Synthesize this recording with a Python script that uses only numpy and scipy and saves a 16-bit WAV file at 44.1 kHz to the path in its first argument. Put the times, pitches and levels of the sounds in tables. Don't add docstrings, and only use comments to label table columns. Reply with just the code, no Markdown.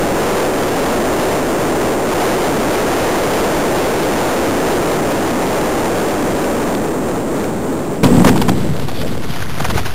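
import sys
import numpy as np
from scipy.fft import rfft, irfft, next_fast_len
from scipy.io import wavfile
from scipy.ndimage import uniform_filter1d, map_coordinates

SR = 44100
rng = np.random.default_rng(int(sys.argv[2]) if len(sys.argv) > 2 else 0)


def wav_record(signal):
    frames = np.transpose(np.atleast_2d(signal))
    bounded = np.clip(frames, -1, 1)
    quanta = np.round(bounded * 32767).astype(np.int16)
    wavfile.write(sys.argv[1], SR, quanta)


N = 438354
TOUCHDOWN_S = 8.032


def amp(db):
    return 10 ** (np.asarray(db) / 20)


def unit(x):
    return x / np.sqrt(np.mean(x ** 2) + 1e-20)


def wobble(rate):
    knots = rng.standard_normal(int(N * rate / SR) + 4)
    return map_coordinates(knots, [np.arange(N) * rate / SR])


def filtered(x, response):
    size = next_fast_len(len(x) + SR // 2)
    return irfft(rfft(x, size) * response(np.fft.rfftfreq(size, 1 / SR)), size)[:len(x)]


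def coloured(x, points):
    f, db = np.transpose(points)
    return unit(filtered(x, lambda hz: amp(np.interp(np.log(hz + 1), np.log(f), db))))


def airspeed(impact_keeps=.87, half_speed_s=1.65):
    # t/s, speed/(m/s)
    flight = [(0, 11.6), (1.82, 11.25), (2.02, 10.55), (2.22, 12.4), (2.6, 11.4), (2.9, 12.56), (4.5, 11.5),
              (5.1, 10.84), (5.6, 11.1), (6.75, 9.7), (7.02, 8.78), (7.4, 8.84), (8.03, 7.77)]
    braking = np.where(afloat() > 0, impact_keeps / (1 + afloat() / half_speed_s), 1)
    return np.interp(np.arange(N) / SR, *np.transpose(flight)) * braking


def slipstream(glide_m_s=12, glide_db=8, steepness=3.38, gustiness=.028):
    # f/Hz, level/dB
    eddies = [(20, -10.5), (70, -16), (130, -10), (230, -4), (360, 0), (600, -3), (900, -8.5),
              (1400, -17.5), (2500, -26), (5000, -34), (9000, -39.5)]
    speed = airspeed() / glide_m_s * np.exp(gustiness * wobble(12))
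    air = coloured(rng.standard_normal(N + SR), eddies)
    pressure = np.interp(np.cumsum(speed), np.arange(len(air)), air)
    return pressure * speed ** steepness * amp(glide_db)


def microphone(x, top=0.51, bottom=1.204, knee=3.2, coupling_hz=12):
    limit = np.where(x > 0, top, bottom)
    squashed = x / (1 + np.abs(x / limit) ** knee) ** (1 / knee)
    return filtered(squashed, lambda f: 1j * f / (coupling_hz + 1j * f))


def sample_hold(x, hold_hz=8000):
    ticks = np.arange(0, N + SR / hold_hz * 2, SR / hold_hz)
    area = np.cumsum(np.interp(ticks, np.arange(N), x)) * SR / hold_hz
    return np.diff(np.interp(np.arange(N + 1), ticks, area))


def hiss(x, hiss_db=-8):
    # f/Hz, level/dB
    sheen = [(300, -14), (4000, -10), (7000, 7), (10000, 8.5), (12500, 10), (15000, 2)]
    sharpness = np.sqrt(np.abs(uniform_filter1d(np.gradient(x) ** 2, size=1400)))
    return amp(hiss_db) * sharpness * coloured(rng.standard_normal(N), sheen)


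def crackles(half_width_s=0.0011):
    # t/s, level/dB
    cracks = [(5.859, 3), (6.086, -4), (6.424, 1), (6.445, -4), (6.64, -4), (6.751, -1), (7.4, -10),
              (7.444, -8)]
    # f/Hz, level/dB
    snap = [(200, -10), (900, 1), (2500, 6), (5000, -11), (9000, -27)]
    t = np.arange(N) / SR
    bursts = sum(amp(db) * np.exp(-.5 * ((t - s) / half_width_s) ** 2) for s, db in cracks)
    return bursts * coloured(rng.standard_normal(N), snap)


def afloat():
    return np.maximum(np.arange(N) / SR - TOUCHDOWN_S, 0)


def contact(attack_s=.005, release_s=.009):
    # t/s, length/s, level/dB
    skips = [(8.032, 0.026, -5.5), (8.112, .115, -7.5), (8.243, 0.081, -9), (8.478, 0.047, -12.5)]
    t, pressure = np.arange(N) / SR, np.zeros(N)
    for s, length, db in skips:
        attack = np.clip((t - s) / attack_s, 0, 1)
        release = np.exp(-np.maximum(t - s - length, 0) / release_s)
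        pressure += amp(db) * attack * release
    return pressure


def drumming(ripples_per_s=85, scatter=0.28, size_db=4, scrape=0.1, soft_hz=800,
             skim_db=-26, fade_db_per_s=9):
    # f/Hz, width/Hz, level/dB
    hull = [(139.9, 80, -3.5), (244, 52, 1), (560, 280, -15.5)]

    def airframe(f):
        modes = sum((-1) ** k * amp(db) * 1j * f * width / (hz * hz - f * f + 1j * f * width)
                    for k, (hz, width, db) in enumerate(hull))
        return -modes / (1 + 1j * f / soft_hz)

    timing, size = rng.standard_normal((2000, 2)).T
    onsets = (np.arange(len(timing)) + scatter * timing) / ripples_per_s * SR
    blows = np.bincount(np.abs(onsets).astype(int), amp(size_db * size), N)[:N]
    force = scrape * rng.standard_normal(N) - unit(blows)
    skim = (afloat() > 0) * amp(skim_db - fade_db_per_s * afloat())
    return unit(filtered(force, airframe)) * (contact() + skim)


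def settling(stretch=1, deepest_s=9.75):
    sink_s, bob_s = 0.072 * stretch, 0.068 * stretch
    t = np.arange(N) / SR - deepest_s
    return np.exp(-np.abs(t) / np.where(t < 0, sink_s, bob_s))


def heave(wake_db=-31, settle_db=-24, lumpy_db=2):
    # f/Hz, level/dB
    surge = [(20, -8), (60, -7.5), (100, -4), (160, -10), (300, -17), (450, -14.5), (900, -50), (2000, -80)]
    level = (afloat() > 0) * (amp(wake_db) + amp(settle_db) * settling())
    return level * coloured(rng.standard_normal(N), surge) * amp(lumpy_db * wobble(30))


def spray(wake_db=-31.5, thrown_db=-26, settle_db=-33, patter_db=2.2, drops_per_s=500, drop_gain=0.84):
    # f/Hz, level/dB
    droplet_eq = [(200, -4), (700, 8.5), (1500, 5), (2500, 1), (3600, 0.5), (5000, -5.5), (8000, -40)]
    drops = unit((rng.random(N) < drops_per_s / SR) * rng.standard_normal(N))
    fizz = coloured(rng.standard_normal(N) + drop_gain * drops, droplet_eq)
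    level = amp(wake_db) + amp(thrown_db) * contact() + amp(settle_db) * settling(stretch=3)
    return (afloat() > 0) * level * fizz * amp(patter_db * wobble(45))


def slaps(pitch_fall=0.547, splash_db=-1, unsteady=0.126, ragged_db=2.5):
    # t/s, level/dB, length/s, pocket f/Hz, relative ring level/dB
    hits = [(8.0335, -8.5, .016, 1105, -3), (8.05, -18, 0.027, 1196, -5), (8.194, -21, 0.0067, 1320, -9),
            (8.244, -10, 0.014, 1187, -7), (8.264, -10.5, 0.017, 1600, -4), (8.281, -8.5, .016, 1210, -8),
            (8.357, -20.5, .015, 1100, 3), (8.376, -16, .0049, 1800, -9), (8.415, -10.5, 0.01, 990, -2),
            (8.482, -12, 0.016, 1247, 1), (8.796, -20.5, .0051, 1800, -9), (8.882, -25, .018, 1110, -3),
            (9.423, -23.5, 0.00754, 1970, 4.5), (9.598, -18, 0.013, 1800, -4),
            (9.643, -20.5, 0.0096, 3410, 2), (9.649, -16, .014, 1140, -6), (9.698, -15, 0.0187, 1664, -4),
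            (9.776, -16, .022, 2590, -11), (9.856, -21, 0.015, 1420, 1)]
    # f/Hz, level/dB
    splash_eq = [(100, -8), (350, 2), (800, 4), (1400, -3), (2500, -5.5), (4000, -9), (6000, -25),
                 (9000, -48)]
    splash = coloured(rng.standard_normal(N), splash_eq) * amp(splash_db + ragged_db * wobble(360))
    shake, out = unsteady * wobble(500), np.zeros(N)
    for s, db, length, hz, ring_db in hits:
        span = slice(round(s * SR), min(N, round((s + 2 * length) * SR)))
        age = np.arange(span.stop - span.start) / SR / length
        swell = np.minimum(age / .15, 1) / (1 + age ** 8)
        pitch = hz * np.exp(shake[span] - pitch_fall * age)
        pocket = amp(ring_db) * np.sin(2 * np.pi * np.cumsum(pitch) / SR)
        out[span] += amp(db) * swell * (splash[span] + pocket)
    return out


def bumps(life_s=0.0045):
    # t/s, level/dB, f/Hz
    pushes = [(8.035, 1, 223), (8.054, -4, 200), (8.27, -2, 480), (8.284, -5, 447.3), (8.311, -2, 180),
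              (8.399, -7, 180), (8.517, -7, 170), (9.033, -18, 600), (9.046, -17, 540), (9.615, -11.5, 190),
              (9.69, -11, 150), (9.735, -17, 418), (9.756, -10, 120), (9.757, -11.5, 390)]
    out, t = np.zeros(N + SR), np.arange(SR // 30) / SR
    envelope = t / life_s * np.exp(1 - (t / life_s) ** 2)
    for s, db, hz in pushes:
        out[round(s * SR):][:len(t)] -= amp(db) * np.sin(2 * np.pi * hz * t) * envelope
    return out[:N]


def gurgle(start, end, centre_hz, level_db, count, spread, cycles, size_db, glide=-0.069):
    out, t = np.zeros(N + SR), np.arange(SR // 20) / SR
    for s, (detune, size) in zip(rng.uniform(start, end, count), rng.standard_normal((count, 2))):
        hz = centre_hz * np.exp(spread * detune)
        age = t * hz / cycles
        tone = np.sin(2 * np.pi * np.cumsum(hz * np.exp(glide * age)) / SR)
        envelope = 2 * age * np.exp(1 - 2 * age)
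        out[round(s * SR):][:len(t)] += amp(level_db + size_db * size) * tone * envelope
    return out[:N]


def squirts(sputter_db=4, jet_db=-2):
    # peak t/s, level/dB, half-width/s
    sheets = [(8.989, -29.5, 0.031), (9.117, -39, 0.023), (9.307, -34, 0.026)]
    # f/Hz, level/dB
    jet = [(1500, -17), (2800, -12), (3450, -4), (4000, -9), (4600, -5), (5400, -16), (8000, -40)]
    t = np.arange(N) / SR
    swell = sum(amp(db) * np.exp(-.5 * ((t - s) / half) ** 2) for s, db, half in sheets)
    return swell * coloured(rng.standard_normal(N), jet) * amp(jet_db + sputter_db * wobble(150))


def scene():
    skimming = gurgle(8.55, 9.25, 484.1, level_db=-22, count=50, spread=.25, cycles=2.7, size_db=0.5)
    lapping = gurgle(9.25, 9.92, 379.6, level_db=-37, count=40, spread=.26, cycles=2.7, size_db=1)
    bubbles = gurgle(9.28, 9.92, 2290, level_db=-28.5, count=45, spread=.34, cycles=7, size_db=3)
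    water = drumming() + heave() + slaps() + bumps() + spray() + squirts() + skimming + lapping + bubbles
    return (slipstream() + crackles() + water)[None]


def record(dry, bias=-.16, flight_db=-12, top_hz=15600):
    clipped = np.clip(microphone(dry[0]) + bias, -1, 1)
    gritty = sample_hold(clipped)
    volume = amp(np.where(np.arange(N) / SR < TOUCHDOWN_S, flight_db, 0))
    return filtered((gritty + hiss(gritty)) * volume, lambda hz: hz < top_hz)[None]


dry = scene()
out = record(dry)
wav_record(out)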